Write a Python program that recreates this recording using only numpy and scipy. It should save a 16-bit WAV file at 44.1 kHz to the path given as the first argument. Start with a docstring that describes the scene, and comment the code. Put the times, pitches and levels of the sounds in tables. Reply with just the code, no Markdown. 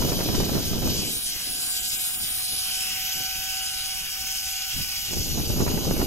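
"""A bright rolling hiss and thudding wind come first, then a many-toned whine as the wind drops; it returns late.
A pulley trolley rolls along a stranded steel cable above a hand-held camera that is slowly turned.
Rolling: white noise shaped by resonances of the trolley frame and camera body, with a phase at each port.
Whine: sines at whole multiples of the rate of cable lay, and one more that rises.
Wind: coloured noise in four lumpy layers, with flaps of air, at two microphone ports facing the stream."""
import sys
import numpy as np
from scipy import signal
from scipy.io import wavfile
from scipy.ndimage import uniform_filter1d

SR = 44100
rng = np.random.default_rng(int(sys.argv[2]) if len(sys.argv) > 2 else 0)


def bounce(signal):
    """Save signal as a 16-bit WAV file at the path given by the first command-line argument."""
    frames = np.transpose(np.atleast_2d(signal))
    limited = np.clip(frames, -1, 1)
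    pcm = np.round(limited * 32767).astype(np.int16)
    wavfile.write(sys.argv[1], SR, pcm)


N = 267422
SIZE, HOP = 1024, 256  # samples in a short-time spectrum and between two of them
HZ, TIMES = np.fft.rfftfreq(SIZE, 1 / SR), np.arange(N // HOP + 5) * HOP / SR
T = np.arange(N) / SR

# turning of the camera: start_s, pose (held within 0 to 5)
CAMERA_POSE = [(0, -1.5), (.55, 0), (.95, 0), (1.35, 4), (1.8, 1.5), (2.38, 2.5), (2.52, 3), (3.2, 4.5),
               (3.8, 3.5), (4.5, 4.5), (4.8, 4), (5.2, 4.5), (6.06, 7)]
# strength of the rolling noise: start_s, level_db
ROLLING = [(0, -30), (0.65, -31), (0.79, -32.5), (0.9, -29), (1.15, -29.5), (1.36, -31), (1.5, -29),
           (1.85, -27.5), (2.45, -28), (2.8, -27.5), (3.05, -29), (3.5, -30), (4.2, -31), (4.4, -29.5),
           (5.2, -30.5), (5.6, -32.5), (6.06, -32)]
# brief dips of the hiss near 5 kHz: centre_s, depth_db
HISS_DIPS = [(1.81, 12), (1.978, 14), (2.178, 20), (2.294, 7)]
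DIP_HZ, DIP_WIDTH_HZ, DIP_LENGTH_S = 5100, 2600, 0.031
# the hiss flares once as the camera swings
SURGE_S, SURGE_DB, SURGE_LENGTH_S, SURGE_HZ, SURGE_WIDTH_HZ = 1.27, 7, 0.06, 7600, 5100


def rolling_hiss():
    """Source-filter principle: broadband rolling noise excites resonances, partly coherent at the ports."""
    power, cross = resonances_and_ports(HZ, *curves(CAMERA_POSE, TIMES))
    db = curves(ROLLING, TIMES)[0]
    db = db + SURGE_DB * band(SURGE_HZ, SURGE_WIDTH_HZ) * bump(TIMES, SURGE_S, SURGE_LENGTH_S)
    # uneven rolling: narrow slow patches and broad quick ones, in dB rms
    db = db + 2.02 * patches(bins=4, frames=24) + 1.34 * patches(bins=100, frames=4)
    dips_db = sum(depth_db * bump(TIMES, s, DIP_LENGTH_S) for s, depth_db in HISS_DIPS)
    db = db - band(DIP_HZ, DIP_WIDTH_HZ) * dips_db

    coherence = cross / power
    left = noise()
    unrelated = np.sqrt(np.clip(1 - abs(coherence) ** 2, 0, 1))
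    right = coherence.conj() * left + unrelated * noise()
    unit = np.sqrt(np.mean(sound(left) ** 2) / len(HZ))  # rms of a spectrum whose powers sum to 1
    colour = np.sqrt(power / power.sum(0))
    return sound(np.array([left, right]) * colour * gain_of(db)) / unit


# resonances of trolley and camera body: centre_hz, width_hz, level_db in each of poses 0 to 5
FRAME_RESONANCES = [(1540, 1480, -17.5, -49, -19, -22, -19, -36), (2540, 950, -34, -22, -17, -19, -6, -16),
                    (3028, 960, -4, 3.5, -7.5, -8, -4, -4), (3940, 1160, -2.5, -2, -7, -4.5, -12.5, -5.5),
                    (4636, 850, -1.5, 4, -5, -1.5, -5, -1), (5290, 1060, 0, 2, -9.5, -6.5, -1, -3),
                    (6220, 1140, -1, 1, -11, -10.5, -6, 0), (7220, 1100, -8, 1, -3.5, -9, -8, -6.5),
                    (8170, 670, -3.5, 9, -5, -5.5, -8, -3.5), (8680, 560, -14, -18, 3, -0.5, -11.5, -6.5),
                    (9360, 1800, -13.5, -36, -2, -11.5, -9.5, -19),
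                    (10570, 1500, -11, -3, -6.5, -0.5, -15.5, -11),
                    (11500, 890, -17, -10, -7, -21, -10, -7), (12020, 730, -1.5, -12, -2, -7.5, -8.5, -3.5),
                    (12830, 1000, -22, 3, -13, -30, -6.5, -4.5), (13400, 1500, -8, -20, -19, -23, -23, -19),
                    (14800, 1600, -14, -16, -10, -10.5, -23, -18),
                    (16140, 1100, -28, -29, -14.5, -25, -8, -16)]
# arrival at the two ports: centre_hz, left_lead_rad in each of poses 0 to 5, coherence (0 to 1)
PORT_PHASES = [(1500, 0.5, 0.5, 0.6, 1.1, 1.2, 0.6, 0.85), (2100, 0.8, 0.1, 0.4, 0.9, 0.9, 0.6, 0.67),
               (2500, 1.1, 1.1, 1.4, 1.3, 1.2, 0.7, 0.76), (3000, 1.5, 1.6, 2.3, 1.7, 1.4, 1.4, 0.87),
               (3500, 2, 2.2, 2, 2, 1.6, 2, 0.4), (3900, 2.5, 2.5, 3, 3.2, 2.5, 2.5, 0.25),
               (4300, -3.1, -3.1, -3.0, -3.1, -3.1, -3.0, 0.9),
               (4700, -1.9, -2.8, -2.9, -2.5, -2.6, -2.0, 0.83),
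               (5100, -1.6, -2.3, -0.3, -1.8, -2.2, -2.0, 0.77),
               (5600, -1.8, -1.5, 0.1, -1.0, -1.7, -1.3, 0.68),
               (6200, -1.3, -0.1, 0.4, -0.2, -0.4, -0.8, 0.86),
               (6800, -0.5, 0.1, 1.8, 0.1, 0.1, -0.1, 0.87), (7400, 0.2, 0.7, 2.2, 1.8, 0.6, 0.4, 0.63),
               (7900, 3.1, 0.1, 1.6, 1.6, 0.1, 2.8, 0.66), (8300, -2.9, -3.0, -3.5, -3.5, -3.2, -3.0, 0.87),
               (8700, -2.6, -2.9, -3.4, -3.5, -3.0, -2.8, 0.86),
               (9100, -1.1, -2.2, -2.2, -2.2, -2.2, -2.6, 0.4),
               (9600, -0.3, -0.1, -0.0, 0.0, -0.5, -1.3, 0.72),
               (10200, -0.1, -0.3, -0.3, -0.2, -0.2, -0.0, 0.86),
               (10800, -0.0, -0.1, -2.2, -0.1, -0.2, -0.0, 0.92),
               (11500, 0.2, 0.0, -0.8, 0.5, -0.5, 0.5, 0.86),
               (12200, 0.7, -0.1, -0.7, 1.1, -0.4, 0.2, 0.89),
               (13000, 0.0, -0.0, -0.1, 0.1, -0.0, 0.2, 0.96),
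               (14000, 0.0, 0.0, -0.0, 0.1, 0.0, -0.0, 0.99), (14800, 1.5, 0.2, -0.9, 2.2, 1.4, 0.3, 0.69),
               (15500, 0.3, -0.0, -0.3, -0.1, 0.1, 0.0, 0.56)]


def resonances_and_ports(hz, pose):
    """Modal superposition: power and left-right cross power at hz (rows) for each pose (columns)."""
    frame, ports, poses = np.array(FRAME_RESONANCES), np.array(PORT_PHASES), np.arange(6)
    offset = 2 * (hz[:, None] - frame[:, 0]) / frame[:, 1]
    shape = 1 / (1 + offset ** 2) ** 2
    power = shape @ np.array([gain_of(np.interp(pose, poses, row[2:])) ** 2 for row in frame])
    coherence = np.array([row[-1] * np.exp(1j * np.interp(pose, poses, row[1:-1])) for row in ports])
    between = np.array([np.interp(hz, ports[:, 0], one) for one in np.eye(len(ports))]).T
    return power, power * (between @ coherence)


# turns of the cable lay passing the wheel, as the ride slows: start_s, lay_rate_hz
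LAY_RATE = [(0, 131.4), (1.1, 129.9), (1.4, 130.0), (2.3, 128.8), (2.7, 127.9), (3.4, 126.95), (3.6, 127.1),
            (3.8, 126.5), (4.1, 126.7), (4.4, 126.0), (4.6, 125.2), (5.0, 125.05), (5.3, 124.9),
            (6.06, 123.6)]
# strand orders: order (multiple of the lay rate), level_db (before the levels over time)
STRAND_ORDERS = [(6, -58), (10, -63), (11, -56), (12, -47), (13, -58), (18, -52), (19, -51), (22, -50),
                 (23, -45), (24, -46), (25, -47), (29, -55), (30, -52), (36, -49), (37, -48), (40, -50),
                 (42, -48), (43, -48)]
# levels over time: start_s, low_orders_db, high_orders_db, rising_whine_db
WHINE_LEVELS = [(0, -15, -9, -49), (.6, -9.5, -9, -55), (1.15, -10.5, -3.5, -57.5), (1.4, -7.5, -8, -56),
                (1.8, -4, -9, -53), (2.1, -8, -7, -55), (2.5, -10, -4.5, -52.5), (2.75, -2.5, -0.5, -49.5),
                (3.0, -3, -4.5, -48), (3.25, 0.5, 0, -42.5), (3.4, 0, -4, -49.5), (3.6, 1, -3, -43.5),
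                (3.75, -1, -1.5, -46.5), (4.0, -4, -3.5, -51), (4.3, -5, -8, -48), (4.65, -1, -5, -49),
                (5.0, -8, -4.5, -55.5), (5.35, -14.5, -13.5, -57), (6.06, -12, -6, -53)]
HIGH_ORDER = 15  # the high orders start here
WHINE_FUZZ_RAD, WHINE_WAVER_DB, HIGH_WAVER_DB = .3, 1.2, 2.2  # rms wander of phase and level
# a narrow resonance lifts nearby orders and shifts as the camera turns: start_s, centre_hz
MOVING_RIDGE = [(0, 3130), (1, 3140), (2.2, 3200), (2.7, 3050), (3.3, 3020), (3.8, 2830), (4.4, 2820),
                (5, 2930), (6.06, 3000)]
RIDGE_DB, RIDGE_WIDTH_HZ = 4, 260
# the rising whine: start_s, pitch_hz
RISING_PITCH = [(0, 712), (1, 724), (1.8, 741), (3.45, 762), (4.5, 765), (6.06, 786)]
# the rising whine crosses to the right: start_s, left_minus_right_db
RISING_BALANCE = [(2.4, 5), (3.4, 0), (4.7, -0.5), (5.2, -14)]
# brief drops of the rising whine: centre_s, depth_db
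RISING_BREAKS = [(1.42, 16), (1.93, 12), (2.27, 10), (3.14, 12), (3.69, 8), (4.09, 14), (4.38, 14),
                 (4.76, 12), (4.84, 12)]
BREAK_LENGTH_S = 0.05


def cable_whine():
    """Order excitation: periodic strands sound multiples of the lay rate, with port phases as in the hiss."""
    order, order_db = np.transpose(STRAND_ORDERS)
    low_db, high_db, rising_db = curves(WHINE_LEVELS, T)
    rising_db = rising_db - sum(db * bump(T, s, BREAK_LENGTH_S) for s, db in RISING_BREAKS)
    speed_waver = 1 + .0005 * np.interp(T, TIMES, drift(6, TIMES))
    lay = curves(LAY_RATE, T)[0] * speed_waver
    cross = resonances_and_ports(order * lay.mean(), *curves(CAMERA_POSE, TIMES))[1]
    lead = [np.interp(T, TIMES, row) for row in np.unwrap(np.angle(cross))]

    # the rising whine borrows most of the lowest order's phase lead
    rising = tone(*curves(RISING_PITCH, T), rising_db, .8 * lead[0], fuzz=.35, waver_db=.7)
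    out = rising * gain_of(np.outer([.5, -.5], *curves(RISING_BALANCE, T)))
    ridge_hz = curves(MOVING_RIDGE, T)[0]
    for k, k_db, k_lead in zip(order, order_db, lead):
        db, waver_db = (low_db, WHINE_WAVER_DB) if k < HIGH_ORDER else (high_db, HIGH_WAVER_DB)
        db = db + RIDGE_DB * bump(k * lay, ridge_hz, RIDGE_WIDTH_HZ)
        out += tone(k * lay, db + k_db, k_lead, WHINE_FUZZ_RAD, waver_db)
    return out


def tone(hz, db, lead, fuzz, waver_db):
    """Phase accumulation: a wavering sine of rms level db, the left port ahead by lead radians."""
    wander = fuzz * drift(25, T[::64]).repeat(64)[:N]
    turn = 2 * np.pi * (np.cumsum(hz) / SR + rng.random()) + wander
    level = np.sqrt(2) * gain_of(db + waver_db * np.interp(T, TIMES, drift(14, TIMES)))
    return level * np.sin([turn + lead / 2, turn - lead / 2])


# sharpest flaps, before their envelope and the balance of the ports: start_s, level_db
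SHARP_FLAPS = [(0.019, -25), (0.085, -29), (0.118, -23), (0.188, -28), (0.205, -25), (0.231, -36),
               (0.286, -23.5), (0.400, -25), (0.432, -27.5), (0.461, -33), (0.492, -28), (0.533, -35),
               (0.55, -26.5), (0.572, -30), (0.585, -43), (0.729, -34.5), (0.82, -29.5), (0.87, -28),
               (0.931, -44), (5.132, -32.5), (5.169, -36), (5.377, -31), (5.399, -31.5), (5.567, -36),
               (5.602, -24), (5.663, -25), (5.676, -24.5), (5.742, -35), (5.774, -27.5), (5.851, -29.5),
               (5.908, -24), (5.964, -26.5), (5.998, -27), (6.014, -23)]
# colour of the rustle: frequency_hz, relative_level_db (per Hz)
FLAP_COLOUR = [(100, -5), (300, -1.5), (800, -0.5), (1600, -10), (2600, -13.5), (5000, -55)]
SMALL_FLAPS_PER_S, SMALL_FLAP_DB = 30, -8.5  # lesser flaps come by chance, this far under the buffeting
POP_S, POP_DB = 0.00261, 12  # time scale of the pop, and its strength before the balance of the ports


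def air_flaps():
    """Impulsive excitation: a pop of pressure, push or pull, and a rustle; the left port is sheltered."""
    t = np.arange(1500) / SR
    by_chance = rng.random(N) < SMALL_FLAPS_PER_S / SR
    hits = gain_of(curves(WIND_STREAM, T)[1] + SMALL_FLAP_DB) * by_chance
    s, db = np.transpose(SHARP_FLAPS)
    hits[(s * SR).astype(int)] = gain_of(db)

    rustle_shape = (1 - np.exp(-t / 0.0015)) * np.exp(-t / 0.0082)
    u = (np.pi * (t - POP_S) / POP_S) ** 2
    pop_shape = gain_of(POP_DB) * (1 - u) * np.exp(-u)  # one swing with a dip on either side
    pops = signal.oaconvolve(hits * rng.choice([-1., 1.], N), pop_shape)[:N]
    colour = gain_of(read(FLAP_COLOUR, HZ))[:, None]
    air = evened(sound(np.array([colour * noise(), colour * noise()])))
    rustle = air * signal.oaconvolve(hits, rustle_shape)[:N]
    return gain_of([[-1], [2]]) * rustle + gain_of([[-7], [-1]]) * pops  # dB of left, right


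# the ports turn out of the air stream and back into it: start_s, rumble_db, buffeting_db
WIND_STREAM = [(0, -28, -27.5), (.55, -50, -29), (.66, -32, -36), (.78, -30.5, -31), (1.0, -37, -32),
               (1.09, -52, -35.5), (1.16, -52, -42), (1.21, -51, -53), (1.5, -56, -51), (2.0, -54.5, -57.5),
               (3.3, -52.5, -62.5), (4.7, -56.5, -70), (5.03, -47.5, -68), (5.12, -46, -37),
               (5.3, -31, -42), (5.5, -33, -32.5), (5.65, -31, -29), (5.8, -34.5, -27.5),
               (6.06, -35, -33.5)]
# single gusts added to the power of the stream: centre_s, rumble_db, buffeting_db
WIND_GUSTS = [(.4, -27, -35), (0.569, -44, -25.5), (.885, -32, -29.5), (1.49, -62, -51), (2.23, -43, -54),
              (2.53, -62, -47), (2.97, -50, -70), (3.19, -45, -48), (3.39, -47, -63), (4.03, -48, -58),
              (4.22, -51, -62), (4.794, -32, -49.5), (5.18, -30, -40.5), (5.39, -38, -30),
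              (5.605, -36, -28.5), (5.685, -38, -45), (5.89, -27, -30), (6.009, -34, -27)]
GUST_RISE_S, GUST_FALL_S, GUST_TOP_SHARE = 0.03, 0.032, 1.5
# the hissy top follows the buffeting by a share, from its full level
TOP_DB, TOP_FOLLOWS, BUFFET_FULL_DB = -43.5, 0.62, -23.5


def wind_levels():
    """Energy addition: stream and gust powers sum to the dB of rumble and buffeting, which the top follows."""
    stream = np.array(curves(WIND_STREAM, TIMES))
    power = gain_of(stream) ** 2
    for s, *gust_db in WIND_GUSTS:
        shape = bump(TIMES, s, 2 * np.where(TIMES < s, GUST_RISE_S, GUST_FALL_S))
        power = power + np.outer(gain_of(gust_db) ** 2, shape)
    rumble, buffet = 10 * np.log10(power)
    gust_lift = buffet - stream[1]
    top = TOP_DB + TOP_FOLLOWS * (stream[1] - BUFFET_FULL_DB) + GUST_TOP_SHARE * TOP_FOLLOWS * gust_lift
    return [np.interp(T, TIMES, db) for db in (rumble, buffet, top)]


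# colours of the four layers, each: frequency_hz, relative_level_db (per Hz)
RUMBLE_COLOUR = [(10, -7), (25, 7.5), (50, -10.5), (100, -14.5), (150, -12), (300, -23), (1000, -98)]
BUFFET_COLOUR = [(50, -0.5), (110, 2.5), (200, 3.5), (350, 0), (550, -8), (800, -18.5), (1500, -25),
                 (4000, -82)]
TOP_COLOUR = [(200, -1), (600, 2), (900, -1), (1350, -11.5), (2000, -19.5), (2800, -3.5), (4000, -26),
              (8000, -82)]
SWAY_COLOUR = [(10, -11.5), (30, -7), (55, -11), (120, -37), (1000, -90)]
SWAY_DB = -52.5  # the low sway of the air never stops
# difference between the ports: frequency_hz, side_minus_mid_db
WIND_SIDE_LEVEL = [(50, 0), (110, -1), (200, -4), (400, -5), (800, -3), (1500, -3)]


def wind():
    """Turbulent pressure fluctuation: four noise layers, lumpy together, partly unrelated at the ports."""
    shared, *own = uniform_filter1d(uniform_filter1d(rng.standard_normal((3, N)), 260), 260)
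    lumps = evened(shared + 0.88 * np.array(own))  # eddies strike each port a little differently
    rumble_db, buffet_db, top_db = wind_levels()
    # colour, level in dB, lumpiness in dB rms, dB raised on the right and lowered on the left
    layers = [(RUMBLE_COLOUR, rumble_db, 1.9, 0.15), (BUFFET_COLOUR, buffet_db, 2.54, .3),
              (TOP_COLOUR, top_db, 4.2, 0.2), (SWAY_COLOUR, SWAY_DB, 4, 0)]
    side_gain = gain_of(read(WIND_SIDE_LEVEL, HZ))[:, None]
    out = np.zeros((2, N))
    for spectrum, db, lumpy_db, pan_db in layers:
        colour = gain_of(read(spectrum, HZ))[:, None]
        mid, side = sound(np.array([colour * noise(), colour * side_gain * noise()]))
        scale = evened(gain_of(lumpy_db * lumps)) * gain_of(db) / np.sqrt(np.mean(mid ** 2))
        out += scale * gain_of([[-pan_db], [pan_db]]) * np.array([mid + side, mid - side])
    return out


def gain_of(db):
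    """Decibel law: the amplitude ratio of a level."""
    return 10 ** (np.asarray(db) / 20)


def evened(x):
    """Normalisation to an rms of 1."""
    return x / np.sqrt(np.mean(abs(x) ** 2) + 1e-20)


def read(points, hz):
    """Interpolation of a spectrum, straight on a log-frequency axis."""
    f, value = np.transpose(points)
    return np.interp(np.log(hz + 1), np.log(f + 1), value)


def curves(rows, t):
    """Linear interpolation over time of each column after the first."""
    s, *columns = np.transpose(rows)
    return [np.interp(t, s, c) for c in columns]


def drift(rate, t):
    """Random-phase superposition: slow chance of rms 1, from sines up to rate in Hz."""
    rates = np.geomspace(rate / 12, rate, num=24)
    return evened(sum(np.sin(2 * np.pi * (f * t + rng.random())) / f ** 0.013 for f in rates))


def noise():
    """White noise: independent Gaussian values in every bin and frame."""
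    a, b = rng.standard_normal((len(TIMES), len(HZ), 2)).T
    return a + 1j * b


def patches(bins, frames):
    """Moving average: a random field, smooth over so many bins and frames."""
    field = rng.standard_normal((len(TIMES), len(HZ))).T
    return evened(uniform_filter1d(uniform_filter1d(field, round(bins), 0), round(frames), 1))


def sound(z):
    """Overlap-add synthesis: short-time spectra become a waveform."""
    return signal.istft(z, nperseg=SIZE, noverlap=SIZE - HOP)[1][..., :N]


def bump(t, s, length):
    """Gaussian window: a smooth swell of height 1 around s."""
    return np.exp(-(2 * (t - s) / length) ** 2)


def band(hz, width_hz):
    """Super-Gaussian window: a flat-topped band of height 1."""
    return np.exp(-((2 * (HZ[:, None] - hz) / width_hz) ** 2) ** 2)


def scene():
    """Linear superposition of the trolley, the cable and the moving air."""
    return rolling_hiss() + cable_whine() + wind() + air_flaps()


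def record(dry):
    """Low-pass filtering: the band limit of the recorder."""
    lowpass = signal.firwin(1023, 15740, window=("kaiser", 9), fs=SR)  # edge in Hz
    return signal.oaconvolve(dry, lowpass[None], "same")


dry = scene()
out = record(dry)
bounce(out)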